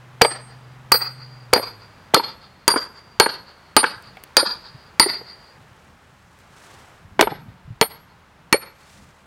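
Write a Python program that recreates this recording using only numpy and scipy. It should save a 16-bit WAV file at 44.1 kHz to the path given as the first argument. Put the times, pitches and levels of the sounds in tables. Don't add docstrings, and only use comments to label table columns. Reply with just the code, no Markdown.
import sys
import numpy as np
from scipy import signal
from scipy.fft import rfft, irfft, next_fast_len
from scipy.io import wavfile
from scipy.ndimage import map_coordinates

SR = 44100
rng = np.random.default_rng(int(sys.argv[2]) if len(sys.argv) > 2 else 0)


def master(y):
    cut = np.clip(np.atleast_2d(y).T, -1, 1)
    pcm = np.round(cut * 32767)
    wavfile.write(sys.argv[1], SR, pcm.astype(np.int16))


def undo_db(level):
    steps = np.asarray(level, float) / 20
    return 10 ** steps


N = 408363


def unit(x):
    return x / np.sqrt(np.mean(x ** 2) + 1e-20)


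def along(points, hz):
    f, v = np.transpose(points)
    return np.interp(np.log(hz + 1), np.log(f + 1), v)


def curves(rows):
    s, *cols = np.transpose(rows)
    return [np.interp(np.arange(N) / SR, s, c) for c in cols]


def wobble(rate):
    knots = rng.standard_normal(int(N * rate / SR) + 4)
    return map_coordinates(knots, [np.arange(N) * rate / SR])


def noise(spectrum, size):
    m = next_fast_len(size)
    white = rfft(rng.standard_normal(m))
    colour = undo_db(along(spectrum, np.fft.rfftfreq(m, 1 / SR)))
    return unit(irfft(white * colour, m)[:size])


def add(track, s, x):
    part = track[max(round(s * SR), 0):][:len(x)]
    part += x[:len(part)]


# start in seconds, crack level in dB,
# dullness of the crack 0-1, yard return in dB, drive of edgewise wedge bending in dB.
BLOWS = [(0.2172, 2, 0.65, -9.5, -32), (0.9193, 2, 0.5, -2, -25), (1.5347, 0, 0.77, -6, -28),
         (2.144, 2.5, 0.51, -6, -22), (2.6789, 4.5, 0.18, -3, -35), (3.199, 4.5, 0.65, -7.5, -21),
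         (3.7656, 4.5, 0.56, -5, -25), (4.368, 4.5, 0.54, -4.5, -25.5), (4.997, 0.5, 0.68, -2, -24),
         (7.2103, 1, 0.68, -10, -36), (7.8126, -3, 0.8, -12.5, -28), (8.5271, -3.6, 0.82, -10.5, -26.5)]
# drive in dB of flatwise bending, head lengthwise, twist, head face.
AIM = [(-22.5, -26, -38, -45.5), (-17, -37, -34, -19.5), (-23.5, -48.5, -30, -40), (-28.5, -57, -40.5, -74),
       (-22, -50, -17.5, -49), (-32.5, -54.5, -22.5, -56.5), (-25.5, -45, -16.5, -63),
       (-17, -51.5, -23, -58), (-19, -54.5, -17, -42), (-45.5, -58, -40, -75.5), (-45.5, -56, -29.5, -41),
       (-55.5, -56, -28.5, -67)]
# frequency in Hz, motion (0 edgewise, 1 flatwise, 2 lengthwise, 3 twist,
# 4 face, 5 shoulder).
WEDGE_HZ = [(4330, 0), (4745, 1), (9240, 3), (4395, 0), (4810, 1), (4570, 1), (7600, 0), (5350, 0)]
HEAD_HZ = [(8520, 2), (11495, 5), (14195, 4), (12400, 2), (9790, 5), (15630, 4), (10290, 4), (13460, 4),
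           (14850, 4)]
# t60 in seconds, level in dB, split from its twin in Hz.
WEDGE = [(.11, 11, 7.7), (.115, 11.5, 14), (.2, 10, 10), (0.1, 5, 10), (.1, 7, 12), (.04, -7, 9),
         (0.27, -21, 6), (0.11, -6, 9)]
HEAD = [(0.43, 8, 6.3), (0.35, 1, 11), (.16, 12, 7), (.3, -17.5, 4), (0.042, -7.5, 9), (.3, -4.5, 3.8),
        (0.19, -8, 6), (0.095, -3, 12), (.12, -13.5, 6)]


def shoulder_drive(long_db, face_db):
    end_on_loss_db = 2 * max(long_db + 34.5, 0)
    return -29 + 0.13 * (face_db - long_db) - end_on_loss_db


def ring(drive_db, t):
    blow = np.zeros(len(t))
    for (hz, motion), (t60, level_db, split_hz) in zip(WEDGE_HZ + HEAD_HZ, WEDGE + HEAD):
        bending = motion < 2
        turn = 2 * np.pi * (hz * t + rng.random())
        twin = 0.9 * np.sin(turn + 2 * np.pi * split_hz * t + rng.normal(0, 0.91))
        clang = bending * undo_db(5.5 - 60 * t / 0.055)
        fade = undo_db(-60 * t / t60) + clang
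        blow += undo_db(drive_db[motion] + level_db) * fade * (np.sin(turn) - twin * (not bending))
    return blow * (1 - np.exp(-t / 0.0001))


def crack_noise(crack_db, dull, t):
    crack = signal.lfilter([1], [1, -np.clip(dull, 0, .9)], rng.standard_normal(len(t)))
    crack = signal.lfilter(*signal.butter(1, 11000, fs=SR), crack)
    return crack * undo_db(crack_db + 3.5 - 60 * t / 0.015)


def steel():
    out, t = np.zeros(N), np.arange(SR * 2 // 5) / SR
    for (s, crack_db, dull, yard_db, edge_db), (flat_db, long_db, twist_db, face_db) in zip(BLOWS, AIM):
        drive_db = edge_db, flat_db, long_db, twist_db, face_db, shoulder_drive(long_db, face_db)
        blow, crack = ring(drive_db, t), crack_noise(crack_db, dull, t)
        add(out, s, blow + crack)
        echo(out, s, yard_db, (blow + undo_db(-1) * crack)[:SR // 4])
    return out


# start in seconds, peak in dB, strongest pitch in Hz.
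THUDS = [(.215, 0.5, 487), (.916, -6.5, 1150), (1.529, 2, 480.3), (2.137, -1.6, 411.3), (2.679, -5, 960),
         (3.199, 2.5, 912), (3.765, 2, 861), (4.367, -9, 519.8), (4.997, -1, 964), (7.192, 2, 389.7),
         (7.813, -2, 452), (8.526, -0.8, 2240)]
# start in seconds, peak in dB, strongest pitch in Hz,
# brightness in dB per octave.
RATTLES = [(.212, 1, 736, 6), (.247, -0.5, 520, 1.9), (0.31, -33, 360, -3), (0.942, -8.5, 490, -0.5),
           (1.559, -7, 403, -2), (1.576, -10, 617, -0.5), (1.594, -14.5, 528, -2.5), (2.145, 0, 1310, 2.2),
           (2.163, -7.5, 460, -6.5), (2.196, -11.5, 936, -2.1), (2.738, -10, 890, -3.5),
           (2.759, -6, 1510, -6), (2.762, -12, 440, -1), (3.222, -15.5, 428, -3), (3.26, -6.5, 1600, -3.3),
           (3.262, -8.5, 445, -3), (3.829, -9.5, 435.3, -3.5), (3.839, 1, 1600, 0.5),
           (4.169, -30, 783, 4.5), (4.427, -11, 559, -6), (5.059, -13, 428, -4.5), (5.209, -31, 490, -5),
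           (7.21, -4.4, 740, -7.2), (7.224, -2.5, 420, 1.5), (7.271, -7, 916, -3), (7.317, -19, 820, -6.5),
           (7.824, -3, 720, 4.5), (8.54, -4, 586, -6.5)]
# frequency in Hz, width in Hz, level in dB.
LOG = [(338.7, 245, -3), (490, 85, -0.5), (883, 140, 2.5), (1230, 150, -3.5), (1600, 440, -5),
       (2240, 177, -3.5), (3180, 660, -11.5)]


def log():
    out, size = np.zeros(N), SR // 4
    t, f = np.arange(size) / SR, np.fft.rfftfreq(size, 1 / SR)
    contact_s, wood_top_hz = .0012, 2330
    thuds = [(*row, 0.8, .06) for row in THUDS]
    rattles = [(*row, 0.033) for row in RATTLES]
    for s, peak_db, hz, bright_db, t60 in thuds + rattles:
        modes = [(c, w, g + rng.normal(0, 1) + bright_db * np.log2(c / 800)) for c, w, g in LOG]
        modes.append((hz, .12 * hz, 11.5))
        body = 0
        for k, (c, w, g) in enumerate(modes):
            body = body + (-1) ** k * undo_db(g) * 1j * f * w / (c * c - f * f + 1j * f * w)
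        push = rng.standard_normal(size) * undo_db(-60 * t / t60) * (1 - np.exp(-t / contact_s))
        push[round(contact_s * SR)] += 3
        knock = irfft(rfft(push) * body / (1 + 1j * f / wood_top_hz), size)
        knock = knock * np.cos(2 * np.pi * t) ** 2
        knock = knock * undo_db(peak_db + 3.0) / np.abs(knock).max()
        add(out, s, knock)
        echo(out, s, -13.0, knock)
    return out


# delay in seconds, level in dB, smear in seconds.
ECHOES = [(.014, -9.5, 0.013), (.032, -6, .01), (0.058, -24, 0.046), (.098, -11.5, .007), (.143, -23, .008),
          (.13, -21.5, 0.04), (0.188, -40, .01), (.295, -31.5, 0.02)]
# frequency in Hz, level in dB.
WALLS = [(100, -5), (400, -5.5), (1400, 1.5), (3000, -6), (4700, 1), (6000, -16), (10000, -22),
         (16000, -35.5)]
FACING_DB = (-5, -8.5)


def yard(x):
    t = np.arange(int(SR * 3 / 5)) / SR
    bunches = sum(undo_db(db) * np.exp(-.5 * ((t - s) / smear) ** 2) for s, db, smear in ECHOES)
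    scatter = undo_db(-35 - 60 * t / 3.34) * np.clip((t[-1] - t) * 10, 0, 1)
    tail = noise(WALLS, len(t)) * (bunches + scatter) * (t > .004) * undo_db(-34.0)
    return signal.fftconvolve(x, tail)


def echo(track, s, db, x):
    add(track, s, undo_db(db + FACING_DB[s > 6]) * yard(x))


# start in seconds, peak in dB.
TICKS = [(4.0234, -34.5), (4.1708, -43), (4.2373, -20.5), (5.7294, -53), (6.3888, -41.5), (6.4144, -51)]


def splinters():
    out, t = np.zeros(N), np.arange(SR // 40) / SR
    for s, peak_db in TICKS:
        add(out, s, undo_db(peak_db - 4.0 - 60 * t / 0.013) * rng.standard_normal(len(t)))
    return out


# start in seconds, peak in dB, frequency in Hz.
PUFFS = [(3.963, -31, 111), (4.466, -25, 200), (4.554, -38, 150), (4.745, -23, 135.6),
         (5.599, -34.5, 110.5), (5.715, -33.5, 110.4), (7.048, -27, 91.5), (7.118, -25.5, 96),
         (7.186, -22, 197), (7.312, -18, 151), (7.386, -24, 124.5), (7.428, -40, 131),
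         (7.482, -20.5, 107.5), (7.54, -47, 137), (7.649, -28, 72.7), (7.677, -23, 138),
         (7.704, -15.5, 120), (7.721, -23, 131), (7.759, -35, 72.7), (7.896, -41, 119),
         (8.322, -46.5, 74.5)]


def wind():
    out, t = np.zeros(N), np.arange(SR // 10) / SR
    for s, peak_db, hz in PUFFS:
        lump = (t / 0.012) * np.exp(-t / 0.0059)
        add(out, s, undo_db(peak_db + 8) * lump * np.sin(2 * np.pi * (hz * t + rng.random())))
    return out


# peak time in seconds, level in dB, rise and fall in dB per second.
SCUFFS = [
    (5.75, -62.5, 21, 10),
    (6.73, -49, 41.5, 62),
    (8.899, -47.5, 105, 49.5),
]
# frequency in Hz, level in dB per Hz.
WEAVE = [(200, -19.5), (500, 0.5), (1500, -0.5), (3000, -2.5), (8000, -5), (12000, -16), (16000, -21.5)]


def cloth():
    t = np.arange(N) / SR
    rub = 0
    for s, db, rise, fall in SCUFFS:
        rub = rub + undo_db(db - np.where(t < s, rise * (s - t), fall * (t - s)))
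    return rub * undo_db(1.07 * wobble(31) + 1.8 * wobble(120)) * noise(WEAVE, N)


# time in seconds, firing tone in Hz, rms level in dB.
ENGINE = [(0, 124.7, -45.5), (.5, 126, -43), (1.2, 128, -39), (1.45, 122, -42.5), (1.7, 109.3, -46.5),
          (2.1, 92.7, -56), (2.5, 84.3, -63.5), (3, 76.3, -61)]


def engine():
    hz, engine_db = curves(ENGINE)
    turn = 2 * np.pi * np.cumsum(hz * (1 + 0.01 * wobble(21))) / SR
    orders = np.sin(turn) + undo_db(-12.0) * np.sin(turn * 7 / 6) + undo_db(-21.5) * np.sin(2 * turn)
    return np.sqrt(2) * undo_db(engine_db + 1.1 * wobble(3.8)) * orders


# time in #
# seconds, level in dB.
STREET = [(0, -53.5), (2.2, -52.5), (2.6, -55.5), (4.5, -52), (5.3, -52.5), (5.7, -55.5), (6.3, -57),
          (6.75, -50.5), (7.1, -56.5), (9.26, -56.5)]
# frequency in Hz, level in dB per Hz.
TRAFFIC = [(150, -31.5), (250, -10), (370, -5.5), (662, -5.5), (875, -3), (1350, -4.5), (1580, -6),
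           (16000, -36.5)]
RUMBLE = [(15, -30), (35, -6), (70, -4), (130, -0.5), (190, -2), (300, -14), (500, -47.5)]


def street():
    hiss = undo_db(curves(STREET)[0] + 5.5 + 0.44 * wobble(2.3)) * noise(TRAFFIC, N)
    gust_s, gust_lasts_s = 7.34, 0.25
    gust_db = 13 * np.exp(-((np.arange(N) / SR - gust_s) / gust_lasts_s) ** 2)
    rumble = undo_db(-55.5 + gust_db + 3.5 + 2.1 * wobble(12)) * noise(RUMBLE, N)
    return hiss + rumble


def scene():
    no_bass = signal.butter(2, 151.2, "high", fs=SR, output="sos")
    struck = signal.sosfilt(no_bass, steel() + log())
    return (struck + splinters() + wind() + cloth() + engine() + street())[None]


def top_cut(x):
    return signal.sosfilt(signal.butter(12, 16440, fs=SR, output="sos"), x)


def record(dry):
    keep = np.exp(-1 / (0.054 * SR))
    level = np.sqrt(signal.lfilter([1 - keep], [1, -keep], dry ** 2))
    x = dry / (1.5 + level / 6.6)
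    x = x / (1 + np.abs(x) ** 8) ** (1 / 8)
    x = signal.sosfiltfilt(signal.butter(12, 16420, fs=SR, output="sos"), x)
    return top_cut(x)


dry = scene()
out = record(dry)
master(out)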